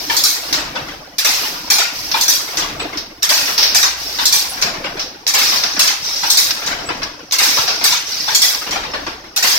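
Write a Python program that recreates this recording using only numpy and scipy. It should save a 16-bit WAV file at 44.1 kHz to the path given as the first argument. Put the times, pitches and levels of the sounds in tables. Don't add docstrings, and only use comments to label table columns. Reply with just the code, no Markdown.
import sys
import numpy as np
from scipy import signal
from scipy.fft import rfft, irfft
from scipy.io import wavfile
from scipy.ndimage import uniform_filter1d

SR = 44100
rng = np.random.default_rng(int(sys.argv[2]) if len(sys.argv) > 2 else 0)


def persist_wave(psi):
    counts = np.round(np.clip(psi, -1, 1) * 32767).astype(np.int16)
    wavfile.write(sys.argv[1], SR, np.atleast_2d(counts).T)


N = 422478
TIME = np.arange(N) / SR


def undb(db):
    return 10 ** (np.asarray(db) / 20)


def lean(db):
    return undb(np.array([[db], [-db]]) / 2)


def fade(t, t60):
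    return np.exp(-np.log(1000) * t / t60)


def add(track, start, sound):
    i = max(int(start * SR), 0)
    track[:, i:i + sound.shape[1]] += sound[:, :N - i]


def convolve(x, response):
    return signal.oaconvolve(x, np.atleast_2d(response), axes=1)[:, :N]


def colour(x, points, size=4096):
    hz, db = np.transpose(points)
    bins_hz = np.maximum(np.fft.rfftfreq(size, 1 / SR), 1)
    log_hz = np.log(np.r_[hz[0] / 2, hz, hz[-1] * 2])
    curve_db = np.interp(np.log(bins_hz), log_hz, np.r_[db[0] - 20, db, db[-1] - 20])
    cepstrum = irfft(np.log(undb(curve_db)))
    cepstrum[1:size // 2] *= 2
    cepstrum[size // 2 + 1:] = 0
    response = irfft(np.exp(rfft(cepstrum)))
    return convolve(x, response / np.linalg.norm(response))


def jangle(uneven_db=7, size=1024):
    tones = signal.stft(rng.standard_normal((2, N)), nperseg=size)[2]
    chance = uniform_filter1d(rng.standard_normal(tones.shape[1:]), size=3, axis=0)
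    weight = undb(uneven_db * np.clip(chance / chance.std(), -2, 2))
    noise = signal.istft(tones * weight, nperseg=size)[1][:, :N]
    return noise / noise.std()


def chatter(per_second, t60, blur):
    hits = rng.random(N) < per_second / SR
    energy = signal.lfilter([1], [1, -fade(1 / SR, t60) ** 2], hits + 1e-18)
    return np.sqrt(blur + (1 - blur) * energy / energy.mean())


def blows(starts, dbs, t60s, rise_s):
    track, t = np.zeros((1, N)), TIME[:SR // 2]
    attack = 1 - np.exp(-t / rise_s)
    for start, db, t60 in np.broadcast(starts, dbs, t60s):
        add(track, start, (undb(db) * attack * fade(t, t60))[None])
    return track


def strike(starts, dbs, tones, scatter_db, detune):
    track, t = np.zeros((2, N)), TIME[:SR // 3]
    hz, tone_db, t60 = np.transpose(tones)
    rings = fade(t, t60[:, None]) * np.exp(2j * np.pi * hz[:, None] * t)
    for start, db in zip(starts, dbs):
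        weight = undb(db + tone_db + scatter_db * rng.standard_normal(len(hz)))
        ear_phases = np.exp(2j * np.pi * rng.random((2, len(hz))))
        sound = ((weight * ear_phases) @ rings).real
        stretch = 1 + detune * rng.standard_normal()
        add(track, start, np.array([np.interp(t * stretch, t, ear) for ear in sound]))
    return track


# start in seconds, listener's place (about -1 left to 1 right), wire tick
# boost in dB. In later tables, a delay counts from a pick's start, and a walk gain is the dB added
PICK_CYCLES = [(-0.860, -1.1, 0), (1.184, -.9, -2), (3.2285, -.3, -.7), (5.275, .6, 1.5), (7.322, 1, -.3),
               (9.363, .6, .5)]

def each_pick(rows):
    return np.transpose([(start + delay, db + place * walk_db, *rest)
                         for start, place, _ in PICK_CYCLES
                         for delay, db, walk_db, *rest in rows if 0 <= start + delay < TIME[-1]])


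def current_pick():
    start, place, tick_db = np.transpose(PICK_CYCLES)
    pick = np.searchsorted(start, TIME) - 1
    return TIME - start[pick], place[pick], tick_db[pick]


def stroke(delay, db, walk_db, length, rise_s, t60):
    since, place, _ = current_pick()
    t = since - delay
    return undb(db + place * walk_db) * np.clip(t / rise_s, 0, 1) * fade(np.maximum(t - length, 0), t60)


def workshop(x, t60=0.51, echo_db=-6, dull_hz=5500, gap_s=0.0054):
    t = TIME[:SR]
    tail = rng.standard_normal((2, SR)) * fade(t, t60) * (t > gap_s)
    tail /= np.linalg.norm(tail, axis=1, keepdims=True)
    tail = signal.sosfilt(signal.butter(2, dull_hz, fs=SR, output="sos"), tail)
    return x + undb(echo_db) * convolve(x, tail)


# delay in seconds, level in dB, walk gain in dB, length in seconds,
# rumble offset in dB.
DRIVE_LOADS = [(0.07, -39.5, .5, .5, -6), (0.7, -40.5, -3.5, .3, -5), (1.02, -43, -1, .25, -7),
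               (1.31, -35, -.3, .47, -3)]
# frequency in Hz, level in dB.
GEAR_CURVE = [(60, -10), (160, -3), (230, -6), (300, 3.5), (370, -3), (700, -3), (1500, -10.5),
              (3000, -15.5)]
FLOOR_CURVE = [(20, 5), (45, -1), (62, 2), (85, -8.5), (300, -6.5), (2000, -44)]
# time in seconds, level in dB.
HUM_LEVELS = [(0, -58), (3.5, -56), (3.8, -42), (4.3, -44), (4.6, -55), (9.58, -62)]

def drive(casting, thuds, hum_hz=63.0):
    load, shake = undb(-46), undb(-54)
    for *movement, rumble_db in DRIVE_LOADS:
        force = stroke(*movement, rise_s=0.08, t60=0.7)
        load = np.hypot(load, force)
        shake = np.hypot(shake, force * undb(rumble_db))
    gears = colour(casting * (load * undb(5) + thuds), GEAR_CURVE)
    rumble = colour(rng.standard_normal((2, N)), FLOOR_CURVE) * shake
    hum_db = np.interp(TIME, *np.transpose(HUM_LEVELS))
    return gears + rumble + undb(hum_db) * np.sin(2 * np.pi * hum_hz * TIME)


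# time in seconds, pitch in Hz, level in dB.
GUIDE_SQUEAKS = [(2.8, 7900, -30.5), (4.495, 10600, -25), (6.865, 7900, -30), (8.92, 5250, -30),
                 (8.72, 5800, -22)]

def squeaks(length_s=0.05, waver=0.011):
    track, t = np.zeros((2, N)), TIME[:int(length_s * SR)]
    for when, hz, db in GUIDE_SQUEAKS:
        pitch = hz * (1 + waver * signal.resample(rng.standard_normal(size=40), len(t)))
        note = np.sin(2 * np.pi * np.cumsum(pitch) / SR) * np.sin(np.pi * t / length_s)
        add(track, when - length_s / 4, undb(db) * note[None])
    return track


# start
# in seconds, level in dB, fade time in seconds, treble offset in dB.
STRAY_TICKS = [(0.5269, -3, .06, -17), (1.1819, -15, .05, -14), (2.1146, -8, .1, -19), (2.972, -14, .2, -18),
               (3.2234, -12, .04, -14), (3.3787, -6, .05, -19), (3.5785, -4.5, .35, -12),
               (3.627, -8, .35, -11), (4.623, -2.5, .08, -17), (4.994, -14, .3, -20),
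               (5.2661, -1.5, .03, -17), (5.636, -3.5, .06, -22), (6.5064, -4.5, .06, -17),
               (7.031, -12.5, .08, -20), (7.3103, -11, .03, -14), (7.677, -9, .25, -26),
               (8.547, -8, .04, -17)]
# delay in seconds, level in dB, walk gain in dB,
# length in seconds, scrape offset in dB.
WIRE_PULLS = [(0.1, -21.7, 3.5, .2, -9), (0.33, -28.3, 3.3, .29, -16), (0.72, -25.3, 2.5, .43, -12.3),
              (0.94, -26, 0, .08, -5.5), (1.24, -32, 0, .15, -10), (1.47, -40, 1, .33, -13)]
# frequency in Hz, level in dB.
TICK_CURVE = [(400, -22), (900, -17), (2300, -13), (3200, -13.5), (4300, -5.5), (5300, 1), (6100, -4),
              (7000, -21), (10000, -30)]
SCRAPE_CURVE = [(400, 0), (1200, -5.5), (2400, 2.5), (5000, 3.5), (8000, -4.5), (10000, -5.5), (13500, 3.5),
                (16000, -4)]

def wires(metal):
    starts, db, t60, treble_db = np.transpose(STRAY_TICKS)
    noise = rng.standard_normal((2, N))
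    strays = noise * blows(starts, db - 3, t60, rise_s=0.00035)
    cracks = noise * blows(starts, db + treble_db - 3, t60, rise_s=0.00035)
    pull, slide = undb(-46.5), undb(-61)
    for *movement, scrape_db in WIRE_PULLS:
        force = stroke(*movement, rise_s=0.06, t60=0.46)
        pull = np.hypot(pull, force)
        slide = np.hypot(slide, force * undb(scrape_db))
    _, place, tick_db = current_pick()
    ticks = metal * chatter(per_second=130, t60=0.037, blur=0.8) * pull * undb(tick_db + 2.5)
    scrape = noise * chatter(per_second=200, t60=0.037, blur=0.85) * slide * undb(6.5 - 3 * place)
    return colour(ticks + strays, TICK_CURVE) + colour(scrape + cracks, SCRAPE_CURVE) * lean(-2.1)


# delay in seconds, level in dB, walk gain in dB, thud offset in dB.
DULL_KNOCKS = [(0.075, -16, 2.5, -26), (0.246, -14.5, 4, -7), (0.355, -20, 7, -20), (0.488, -23.5, 7.5, 4),
               (1.21, -24.5, 0, -12), (1.29, -25, 1, -8), (1.342, -24, 3, -12), (1.398, -19, 2, -14),
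               (1.435, -21, 0, -3), (1.51, -26, 2, -10), (1.612, -17, 0, 0), (1.742, -21.5, 3.5, -11),
               (1.915, -40, 5, 15)]
# frequency in Hz, level in dB.
KNOCK_CURVE = [(200, -10.5), (500, -5.5), (850, 1), (1700, -0.5), (3000, -4), (5200, -6), (7500, -25)]

def knocks(iron):
    starts, db, thud_db = each_pick(DULL_KNOCKS)
    clatter = iron * blows(starts, db, t60s=0.26, rise_s=0.003)
    thuds = blows(starts, db + thud_db - 9, t60s=0.14, rise_s=0.014)
    return colour(clatter, KNOCK_CURVE) * lean(3.1), thuds


# delay in seconds, level in dB, walk gain in dB.
LEVER_FALL = [(0.957, -14.3, -.1)]
# frequency in Hz, level in dB.
LEVER_CURVE = [(200, -34), (720, -11.5), (930, 3.5), (1200, -6), (1600, -2), (2100, -7.5), (4200, -6),
               (7500, -23)]

def lever(beam_hz=940, beam_t60=0.15):
    starts, db = each_pick(LEVER_FALL)
    knock = colour(jangle() * blows(starts, db + 2.5, t60s=0.25, rise_s=0.002), LEVER_CURVE)
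    ring = strike(starts, db - 6.5, [(beam_hz, 0, beam_t60)], scatter_db=1, detune=0.02)
    return (knock + ring) * lean(2.8)


# frequency in Hz, level in dB.
BODY_CURVE = [(100, -40), (400, -5), (900, 5.5), (2300, 8.5), (3200, 10), (4500, -59.5)]
RING_CURVE = [(2200, -40), (3200, -7.5), (4200, -3.5), (5200, -0.5), (6100, -2.5), (7000, -8.5),
              (9000, -34.5)]
SIZZLE_CURVE = [(5500, -32), (7500, 0), (10000, -1.5), (12000, 1), (14000, 4), (16000, -6)]
# delay in seconds, level in dB, walk gain in dB.
CATCH_HIT = [(1.026, -4.5, .8)]
# pitch in Hz, level in dB, fade time in seconds.
CATCH_TONES = [(4240, 0, 0.23), (4320, -2, 0.13), (5690, 0.5, 0.088), (6170, -2, 0.11), (6780, -3, 0.16),
               (7400, -6, 0.31), (8250, -8, 0.31), (13200, -14, 0.18), (14500, -7, .15)]

def catch(metal, ring_offset_db=-7.5, ring_walk_db=3.3):
    starts, db = each_pick(CATCH_HIT)
    place = np.interp(starts, TIME, current_pick()[1])
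    hit = metal * blows(starts, db, t60s=0.25, rise_s=0.0007)
    crash = (undb(-3) * colour(hit, RING_CURVE) + undb(-9) * colour(hit, SIZZLE_CURVE)
             + undb(-18) * colour(hit, BODY_CURVE))
    ring_db = db + ring_offset_db + ring_walk_db * place
    return crash + strike(starts, ring_db, CATCH_TONES, scatter_db=3, detune=0.002)


# delay in seconds, level in dB, walk gain in dB,
# body offset in dB, sizzle offset in dB, the ring's fade time in seconds.
STEEL_BLOWS = [(-0.001, -4.5, .5, -13, -14.5, 0.2), (0.062, -6.5, -.5, -9.5, -12.5, 0.43),
               (0.106, -14.5, 4, -16, -15, 0.7), (0.517, -1.3, -.7, -13.5, -13.3, 0.35),
               (0.599, -6.3, -2, -11, -27, 0.25), (1.096, -2.5, .5, -17.5, -11.8, 0.42),
               (1.386, -12, -3, -11.5, -20, 0.33)]
# pitch in Hz, level in dB, fade time in seconds.
FRAME_TONES = [(2347, -3, 0.33), (5370, 2, .12), (9100, -6, 0.3), (11000, -7, 0.35), (12000, -17, 0.28)]

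def clanks(metal):
    starts, db, body_db, sizzle_db, t60 = each_pick(STEEL_BLOWS)
    rattle = metal * chatter(per_second=300, t60=0.025, blur=0.91)
    ring = rattle * blows(starts, db - 3.5, t60, rise_s=0.0012)
    body = rattle * blows(starts, db + body_db + 0.5, t60 * 1.39, rise_s=0.0025)
    sizzle = rattle * blows(starts, db + sizzle_db + 1.5, t60 * 1.224, rise_s=0.0008)
    frame = strike(starts, db - 21.5, FRAME_TONES, scatter_db=4.5, detune=0.004)
    return (colour(ring, RING_CURVE) + colour(body, BODY_CURVE) * lean(3.0)
            + colour(sizzle, SIZZLE_CURVE) * lean(-2.1) + frame)


def scene():
    metal, iron = jangle(), jangle()
    clatter, thuds = knocks(iron)
    steel = clanks(metal) + clatter + lever() + catch(iron) + squeaks() + wires(jangle(uneven_db=6))
    return workshop(steel) + drive(metal[:, ::-1], thuds)


def record(dry, bass_hz=520, bass_width=0.16, ceiling=0.97, top_hz=15900):
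    mid, side = (dry[0] + dry[1]) / 2, (dry[0] - dry[1]) / 2
    upper_side = signal.sosfilt(signal.butter(2, bass_hz, "high", fs=SR, output="sos"), side)
    side = bass_width * side + (1 - bass_width) * upper_side
    rounded = ceiling * np.tanh(np.array([mid + side, mid - side]) / ceiling)
    return signal.sosfilt(signal.ellip(10, .2, 70, top_hz, fs=SR, output="sos"), rounded)


dry = scene()
out = record(dry)
persist_wave(out)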